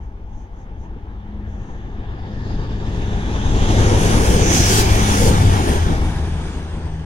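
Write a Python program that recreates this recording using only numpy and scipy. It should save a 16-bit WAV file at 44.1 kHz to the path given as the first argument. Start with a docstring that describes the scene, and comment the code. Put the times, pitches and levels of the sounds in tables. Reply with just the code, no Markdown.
"""A fast diesel train runs through a country station, behind a shelter, heard from the far platform.
Rumble, wheel roar, hiss and rushing air are coloured noises that swell and fade; singing rails and
bogies are narrow noise bands. Underfloor engines (tone stacks) and whistles drop in pitch going by.
A breeze rumbles on the two microphone ports throughout, over a quiet platform and a rustling sleeve."""
import sys
import numpy as np
from scipy import signal
from scipy.fft import rfft, irfft
from scipy.io import wavfile
from scipy.ndimage import uniform_filter1d

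SR = 44100
rng = np.random.default_rng(int(sys.argv[2]) if len(sys.argv) > 2 else 0)


def inscribe(sig):
    """Save sig as 16-bit PCM at rate SR to the path in sys.argv[1].

    A 1-D sig is mono; a 2-D sig holds one channel per row.
    Samples are clipped to [-1, 1] before scaling.
    """
    pcm = np.round(np.clip(np.atleast_2d(sig).T, -1, 1) * 32767)
    wavfile.write(sys.argv[1], SR, pcm.astype(np.int16))


N = 310905

SIZE, HOP = 1024, 256  # samples in a spectral frame, and between frames
HZ = np.fft.rfftfreq(SIZE, 1 / SR)
FRAME_S = np.arange(N // HOP + 5)[:, None] * HOP / SR  # a column: time runs down, frequency across
TIME = np.arange(N) / SR
# the nose draws level, the middle is abreast, the tail has gone by (s)
NOSE_S, MIDDLE_S, TAIL_S = 3.807, 4.88, 5.737
ABREAST_S = 0.49  # the treble is undulled for this long either side of the middle
MACH = .135  # speed of the train over that of sound


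def amp(db):
    """Decibels to gain."""
    return 10 ** (np.asarray(db) / 20)


def evened(x):
    """Scales to rms 1."""
    return x / np.sqrt(np.mean(abs(x) ** 2) + 1e-20)


def read(points, hz=HZ):
    """Reads a spectrum table on a log-frequency axis."""
    f, value = np.transpose(points)
    return np.interp(np.log(hz + 1), np.log(f + 1), value)


def follow(rows, t=FRAME_S):
    """The columns of a curve table at the times t."""
    s, *columns = np.transpose(rows)
    return [np.interp(t, s, column) for column in columns]


def drift(rate_hz):
    """Slow random wander of rms 1, smoothed above the given rate."""
    count = len(FRAME_S)
    corner = np.fft.rfftfreq(count, HOP / SR) / rate_hz
    spectrum = rfft(rng.standard_normal(count)) / (1 + corner ** 2)
    return evened(irfft(spectrum, count))


def hump(s, rise_s, fall_s):
    """A bell of height 1 in time."""
    return np.exp(-.5 * ((FRAME_S - s) / np.where(FRAME_S < s, rise_s, fall_s)) ** 2)


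def gust(s, rise_s, fall_s, db):
    """Level in dB of one rush of noise."""
    return db + 10 * np.log10(hump(s, rise_s, fall_s) + 1e-20)


def together(*levels_db):
    """Level in dB of unrelated sounds heard at once: their powers add."""
    return 10 * np.log10(sum(amp(db) ** 2 for db in levels_db))


def passing(nose_db, middle_db, tail_db, near_s, ahead_db, behind_db):
    """Level in dB of a long source: it follows the cars going by and falls with distance before and after."""
    abreast_db = np.interp(FRAME_S, [NOSE_S, MIDDLE_S, TAIL_S], [nose_db, middle_db, tail_db])
    ahead = np.maximum(NOSE_S - FRAME_S, 0)
    behind = np.maximum(FRAME_S - TAIL_S, 0)
    loss_ahead_db = ahead_db * np.log10(1 + ahead / near_s)
    loss_behind_db = behind_db * np.log10(1 + behind / near_s)
    return abreast_db - loss_ahead_db - loss_behind_db


def layer(spectrum, level_db, knee_hz=16000, loss_db=0):
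    """Power of a coloured noise; above the knee it dulls, in dB per kHz and per second of distance."""
    shape = amp(read(spectrum)) ** 2
    away_s = np.maximum(abs(FRAME_S - MIDDLE_S) - ABREAST_S, 0)
    dull_db = loss_db * away_s * np.maximum(HZ - knee_hz, 0) / 1000
    return shape / shape.sum() * amp(level_db - dull_db) ** 2


def band(hz, width):
    """Power spectrum of a noisy resonance, summing to 1."""
    shape = np.exp(-.5 * ((HZ - hz) / width) ** 2) + 1e-20
    return shape / shape.sum(axis=-1, keepdims=True)


def swell(s, length, hz, width, db):
    """Power of a noisy resonance that rises and fades."""
    return band(hz, width) * amp(db) ** 2 * hump(s, length, length)


def doppler(t, abreast, glide_s):
    """Pitch factor of a source moving along the track; the nearer it passes, the quicker the glide."""
    along = t - abreast
    return 1 / (1 + MACH * along / np.hypot(along, glide_s))


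# Share of the sound that reaches the microphone straight. Each row: frequency in Hz, share from 0 to 1.
STRAIGHT_SHARE = [(50, 0.5), (250, 1), (500, 0.64), (1200, 0.59), (3300, 0.49), (6000, 0.08), (10000, 0.1),
                  (16000, .1)]
# The two ports ring differently. Each row: frequency in Hz, left minus right in dB.
PORT_DIFFERENCE = [(100, 2.5), (500, 0.5), (950, 1), (1900, 2), (2500, 0.5), (3200, -6.5), (3800, -2.5),
                   (4400, 1.5), (5200, 3), (6400, -8), (7600, 4.5), (8800, 2), (10000, -2), (12000, 5)]


def ports(power, lead_ms, spacing_ms=0.53):
    """Noise at two spaced ports: a direct wave that reaches the left one first, plus a diffuse field."""
    a, b, c, d = rng.standard_normal((*power.shape, 4)).transpose(2, 0, 1)
    share = np.clip(read(STRAIGHT_SHARE), 0, 1)
    khz = HZ / 1000
    direct = share * np.exp(-2j * np.pi * khz * lead_ms)
    diffuse = (1 - share) * np.sinc(2 * khz * spacing_ms)
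    same = (direct + diffuse) * .994  # what the ports have in common; never quite all of it
    left = a + 1j * b
    right = same * left + np.sqrt(np.maximum(1 - abs(same) ** 2, 0)) * (c + 1j * d)
    half_db = read(PORT_DIFFERENCE) / 2
    frames = np.array([left * amp(half_db), right * amp(-half_db)]) * np.sqrt(power)
    sound = signal.istft(frames.swapaxes(1, 2), nperseg=SIZE, noverlap=SIZE - HOP)[1]
    return np.sqrt(3 / 2) * sound[:, :N]  # makes up for the overlap of independent frames


# The quiet of the platform. Each row: frequency in Hz, relative level in dB per Hz.
PLATFORM_COLOUR = [(100, 6), (1000, -12), (3000, -19), (4500, -18), (6100, -16), (8000, -32), (12000, -29),
                   (16000, -36)]


def platform():
    """Steady faint noise, heaviest in the bass."""
    return layer(PLATFORM_COLOUR, -61.5)


# The breeze on the microphone ports. Each row: frequency in Hz, relative level in dB per Hz.
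BREEZE_COLOUR = [(4, -45), (12, -16), (24, -3), (35, 11), (52, 0), (80, -16), (120, -28), (400, -65),
                 (1500, -100)]


def breeze():
    """Moving air on the ports: a steady random rumble peaking near 35 Hz."""
    return layer(BREEZE_COLOUR, -32.5)


# A sleeve rustling by the right port. Each row: time in seconds, rise in seconds, fall in seconds, level in dB.
SLEEVE_RUBS = [(.04, .02, .02, -71), (.4, .045, .03, -64.5), (.61, .03, .02, -65), (.825, .022, .022, -65),
               (1.51, .018, .05, -65), (1.67, .06, .08, -63), (1.92, .07, .03, -69)]


def sleeve(ring_hz=6220, ring_width_hz=420, skirt_width_hz=1300, skirt_db=-5):
    """Cloth rubs close by: faint wide noise with a ring in it, stronger in the right port."""
    colour = band(ring_hz, ring_width_hz) + amp(skirt_db) ** 2 * band(ring_hz, skirt_width_hz)
    rubs = sum(amp(db) ** 2 * hump(s, rise, fall) for s, rise, fall, db in SLEEVE_RUBS)
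    return ports(colour * rubs, 0) * amp([[-7], [0]])


# Fans and turbochargers whistling by. Each row: seconds when abreast, swell time in seconds,
# pitch before the Doppler shift in Hz, width in Hz, level in dB.
FAN_WHISTLES = [(4.35, .17, 8750, 240, -39), (4.705, .085, 5400, 450, -22.5), (5.2, .1, 5400, 350, -34),
                (5.3, .1, 8900, 240, -38.5), (5.73, .11, 9000, 260, -44.5)]


def whistles(early_s=.12, glide_s=.11):
    """Each noisy whistle is loudest as it comes up, and slides down in pitch going by."""
    power = 0
    for s, length, hz, width, db in FAN_WHISTLES:
        heard_hz = hz * doppler(FRAME_S, s, glide_s)
        power = power + swell(s - early_s, length, heard_hz, width, db)
    return power


# Underfloor engines. Each row: seconds when abreast, firing rate before the Doppler shift in Hz,
# share of the drone in dB.
UNDERFLOOR_ENGINES = [(4.3, 90, -14), (5.25, 89.4, -16), (5.65, 89.8, .5)]
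# Engine note. Each row: multiple of the firing rate, level against the firing tone in dB.
ENGINE_NOTE = [(2 / 3, -20), (5 / 6, -12), (0.99, 0), (4 / 3, -15), (5 / 3, -11.5), (3, -28.5), (4, -20.5)]
# Swells of the drone. Each row: time in seconds, swell time in seconds, lift of the firing tone in dB,
# lift of its octave in dB.
DRONE_SURGES = [(1.38, .24, 1, 13), (2.55, .19, 10, 7), (3.02, .12, 6, 7), (5.13, .11, 1.5, 8.5),
                (5.48, .12, 7, 1)]
# How the firing tone and its octave pass the platform. Each holds: dB at the nose, dB at the middle,
# dB at the tail, near zone in seconds, fall ahead and fall behind in dB per decade of distance.
FIRING_LEVELS = (-19.5, -21.5, -21, .6, 35, 23)
OCTAVE_LEVELS = (-33, -35, -30, .6, 26, 5)


def engines(waver_hz=4, lead_ms=0.096, glide_s=.18):
    """Exhaust tones under Doppler shift; ground reflections make each one waver in level and phase."""
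    waver, wander_rad = .25, .3  # rms, of level (as a fraction) and of phase
    firing_db, octave_db = passing(*FIRING_LEVELS), passing(*OCTAVE_LEVELS)
    for s, length, firing_lift_db, octave_lift_db in DRONE_SURGES:
        firing_db = firing_db + firing_lift_db * hump(s, length, length)
        octave_db = octave_db + octave_lift_db * hump(s, length, length)
    # the other multiples follow the firing tone
    tones = [(multiple, firing_db + db) for multiple, db in ENGINE_NOTE] + [(2, octave_db)]
    drone = np.zeros(N, complex)
    for s, hz, share_db in UNDERFLOOR_ENGINES:
        turns = np.cumsum(hz * doppler(TIME, s, glide_s)) / SR
        for multiple, db in tones:
            level = amp(db[:, 0] + share_db) * (1 + waver * drift(waver_hz))
            phase = wander_rad * drift(waver_hz) + 2 * np.pi * rng.random()
            path = np.interp(TIME, FRAME_S[:, 0], level * np.exp(1j * phase))
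            drone += path * np.exp(2j * np.pi * multiple * turns)
    right = np.interp(TIME - lead_ms / 1000, TIME, drone.real)  # reaches the right port later
    return np.sqrt(2) * np.array([drone.real, right]) * amp([[.7], [-1.3]])


# Rails and wheels singing. Each row: time of the peak in seconds, swell time in seconds,
# frequency in Hz, width in Hz, level in dB.
SINGING_RAILS = [(.5, 0.4, 860, 31, -54), (3.05, 0.7, 1730, 69, -48), (3.13, 0.43, 3580, 220, -51.5),
                 (3.8, 0.28, 3550, 230, -40.5), (2.65, 0.21, 4700, 330, -52.5), (3, 0.22, 7250, 90, -66),
                 (3.15, 0.1, 9620, 80, -73), (4.9, 0.48, 2265, 70, -36.5), (6.8, 0.31, 8300, 85, -62),
                 (6.1, 0.066, 9800, 110, -54), (6.3, 0.25, 8700, 730, -54.5), (6.53, 0.034, 6600, 600, -53),
                 (6.37, .35, 4800, 450, -54.5)]


def singing():
    """Steel rings at its resonances: narrow noises, several of them swelling before the train is here."""
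    return sum(swell(*row) for row in SINGING_RAILS)


# Howl of air round each bogie. Each row: time in seconds, swell time in seconds, frequency in Hz,
# width in Hz, level in dB.
BOGIE_HOWLS = [(3.95, 0.12, 400, 134, -21), (4.36, 0.075, 430, 60, -22), (4.52, 0.055, 300, 35, -25),
               (4.8, 0.042, 365, 28, -21), (5.26, .04, 485, 45, -19.5), (5.72, .09, 385, 18, -29.5)]


def bogies():
    """Air howls round the bogies: low narrow noises, one after another."""
    return sum(swell(*row) for row in BOGIE_HOWLS)


# Colour of the rail hiss and of the rushing air. Each row: frequency in Hz, relative level in dB per Hz.
HISS_COLOUR = [(2800, 1.5), (4100, -2), (4900, -1.5), (5500, 2.5), (6300, 4), (6900, 2), (7600, -7.5),
               (8800, -11.5), (10000, -7), (11500, -43), (16000, -50)]
AIR_COLOUR = [(2000, -13), (5000, 6.5), (8000, 5.5), (10000, 5), (11200, 1), (12500, -2.5), (15800, -5)]
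# How the two pass the platform. Each holds: dB at the nose, dB at the middle, dB at the tail,
# near zone in seconds, fall ahead and fall behind in dB per decade of distance.
HISS_LEVELS = (-30, -30, -36.5, 1.56, 116, 81)
AIR_LEVELS = (-41, -32.5, -39.5, 1.14, 119, 90)
# Bursts of treble as the rails start to hiss and as bogies and gaps between cars rush by.
# Each row: time in seconds, rise in seconds, fall in seconds, rail hiss in dB, rushing air in dB.
TREBLE_BURSTS = [(2.42, 0.076, 0.32, -58.5, -85), (2.94, .05, 0.23, -53, -63),
                 (4.07, 0.055, 0.03, -32, -35), (4.31, 0.071, .04, -50, -32),
                 (4.57, .035, 0.04, -22.5, -25.5), (4.8, 0.074, 0.015, -22, -21.5),
                 (5.14, 0.059, 0.046, -27.5, -33.5), (5.29, .06, 0.012, -31, -27.5),
                 (5.71, .04, 0.037, -52, -36.5)]


def hiss_and_air():
    """Rail hiss and dragged air: treble noises with bursts, duller the farther off the train is."""
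    hiss_bursts = [gust(s, rise, fall, db) for s, rise, fall, db, _ in TREBLE_BURSTS]
    air_bursts = [gust(s, rise, fall, db) for s, rise, fall, _, db in TREBLE_BURSTS]
    hiss_db = together(passing(*HISS_LEVELS), *hiss_bursts)
    air_db = together(passing(*AIR_LEVELS), *air_bursts)
    hiss = layer(HISS_COLOUR, hiss_db, knee_hz=7200, loss_db=1.0)
    air = layer(AIR_COLOUR, air_db, knee_hz=11800, loss_db=4.0)
    return hiss + air


# Colour of the rumble and of the roar. Each row: frequency in Hz, relative level in dB per Hz.
RUMBLE_COLOUR = [(4, -45), (12, -14), (22, -6), (36, 6.5), (55, -2), (85, -14.5), (125, -23.5), (200, -36),
                 (500, -73.5)]
ROAR_COLOUR = [(30, -3.5), (60, 1), (85, 4), (125, 0), (200, 1.5), (280, -3.5), (400, -4.5), (520, -12),
               (650, -18.5), (900, -36), (2000, -75)]
# How the two pass the platform. Each holds: dB at the nose, dB at the middle, dB at the tail,
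# near zone in seconds, fall ahead and fall behind in dB per decade of distance.
RUMBLE_LEVELS = (-17.5, -18, -20, 0.76, 28.5, 32)
ROAR_LEVELS = (-17.5, -20, -20, 0.57, 29, 28.5)
# Low surges of air around the cars. Each row: time in seconds, swell time in seconds, rumble in dB, roar in dB.
AIR_BUFFETS = [(1.5, .17, -32.5, -50), (2.55, 0.2, -27, -32.5), (3.05, 0.11, -23, -33),
               (3.57, 0.12, -18, -30), (4.23, 0.054, -16.5, -37), (5.98, 0.094, -21, -29.5)]


def rumble_and_roar():
    """Heavy bodies and the air they push: low noises that swell in surges."""
    rumble_surges = [gust(s, length, length, db) for s, length, db, _ in AIR_BUFFETS]
    roar_surges = [gust(s, length, length, db) for s, length, _, db in AIR_BUFFETS]
    rumble_db = together(passing(*RUMBLE_LEVELS), *rumble_surges)
    roar_db = together(passing(*ROAR_LEVELS), *roar_surges)
    return layer(RUMBLE_COLOUR, rumble_db) + layer(ROAR_COLOUR, roar_db)


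# Colour of the rolling and of the brighter wheel noise. Each row: frequency in Hz, relative level in dB per Hz.
ROLL_COLOUR = [(300, -17.5), (550, -9), (700, -2), (840, 1.5), (1000, -4.5), (1250, -9), (1500, -11.5),
               (2000, -14), (3000, -28.5), (6000, -62)]
WHEEL_COLOUR = [(900, -11), (1400, 1), (1700, 4.5), (2000, -3.5), (2280, -2.5), (2650, -2.5), (3100, -1),
                (3550, 0), (4100, -8), (5000, -8), (8000, -26), (16000, -65)]
# How the two pass the platform. Each holds: dB at the nose, dB at the middle, dB at the tail,
# near zone in seconds, fall ahead and fall behind in dB per decade of distance.
ROLL_LEVELS = (-26, -25.5, -27, 0.5767, 30, 33)
WHEEL_LEVELS = (-31.5, -27, -32.5, 1.13, 50, 50.5)


def rolling():
    """Wheels on rails: broad middle and treble noise, the treble dulled with distance."""
    roll = layer(ROLL_COLOUR, passing(*ROLL_LEVELS))
    wheels = layer(WHEEL_COLOUR, passing(*WHEEL_LEVELS), knee_hz=2820, loss_db=1.55)
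    return roll + wheels


def turbulence(patchy_db, flutter_db, flutter_hz):
    """Eddies bend the sound: patches in time and frequency, and a flutter shared by all frequencies."""
    patches = rng.standard_normal((len(FRAME_S), len(HZ)))
    patches = uniform_filter1d(patches, size=14, axis=0)
    patches = evened(uniform_filter1d(patches, size=9, axis=1))
    flutter = drift(flutter_hz)[:, None]
    return amp(patchy_db * patches + flutter_db * flutter) ** 2


def train():
    """Power of all the noise of the train, bent by the air between the track and the far platform."""
    noise = rumble_and_roar() + rolling() + hiss_and_air() + singing() + bogies() + whistles()
    return noise * turbulence(patchy_db=1.5, flutter_db=0.66, flutter_hz=23.1)


# Direction of the train. Each row: time in seconds, lead of the left port in ms.
TRAIN_BEARING = [(0, .25), (3, .24), (4.3, 0.34), (5.9, 0.4), (6.1, 0.11)]


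def scene():
    """The train over the breeze and the quiet of the platform."""
    outdoors = platform() + breeze()
    lead_ms = follow(TRAIN_BEARING)[0]
    return ports(train() + outdoors, lead_ms) + engines() + sleeve()


def record(dry):
    """The highest peaks are rounded off and the ends faded; then the band limit of the recorder."""
    rounded = dry / (1 + (dry / .97) ** 8) ** (1 / 8)
    held = rounded * signal.windows.tukey(N, .001)
    lowpass = signal.firwin(511, 15850, window=("kaiser", 9), fs=SR)  # edge in Hz
    return signal.oaconvolve(held, lowpass[None], "same")


dry = scene()
out = record(dry)
inscribe(out)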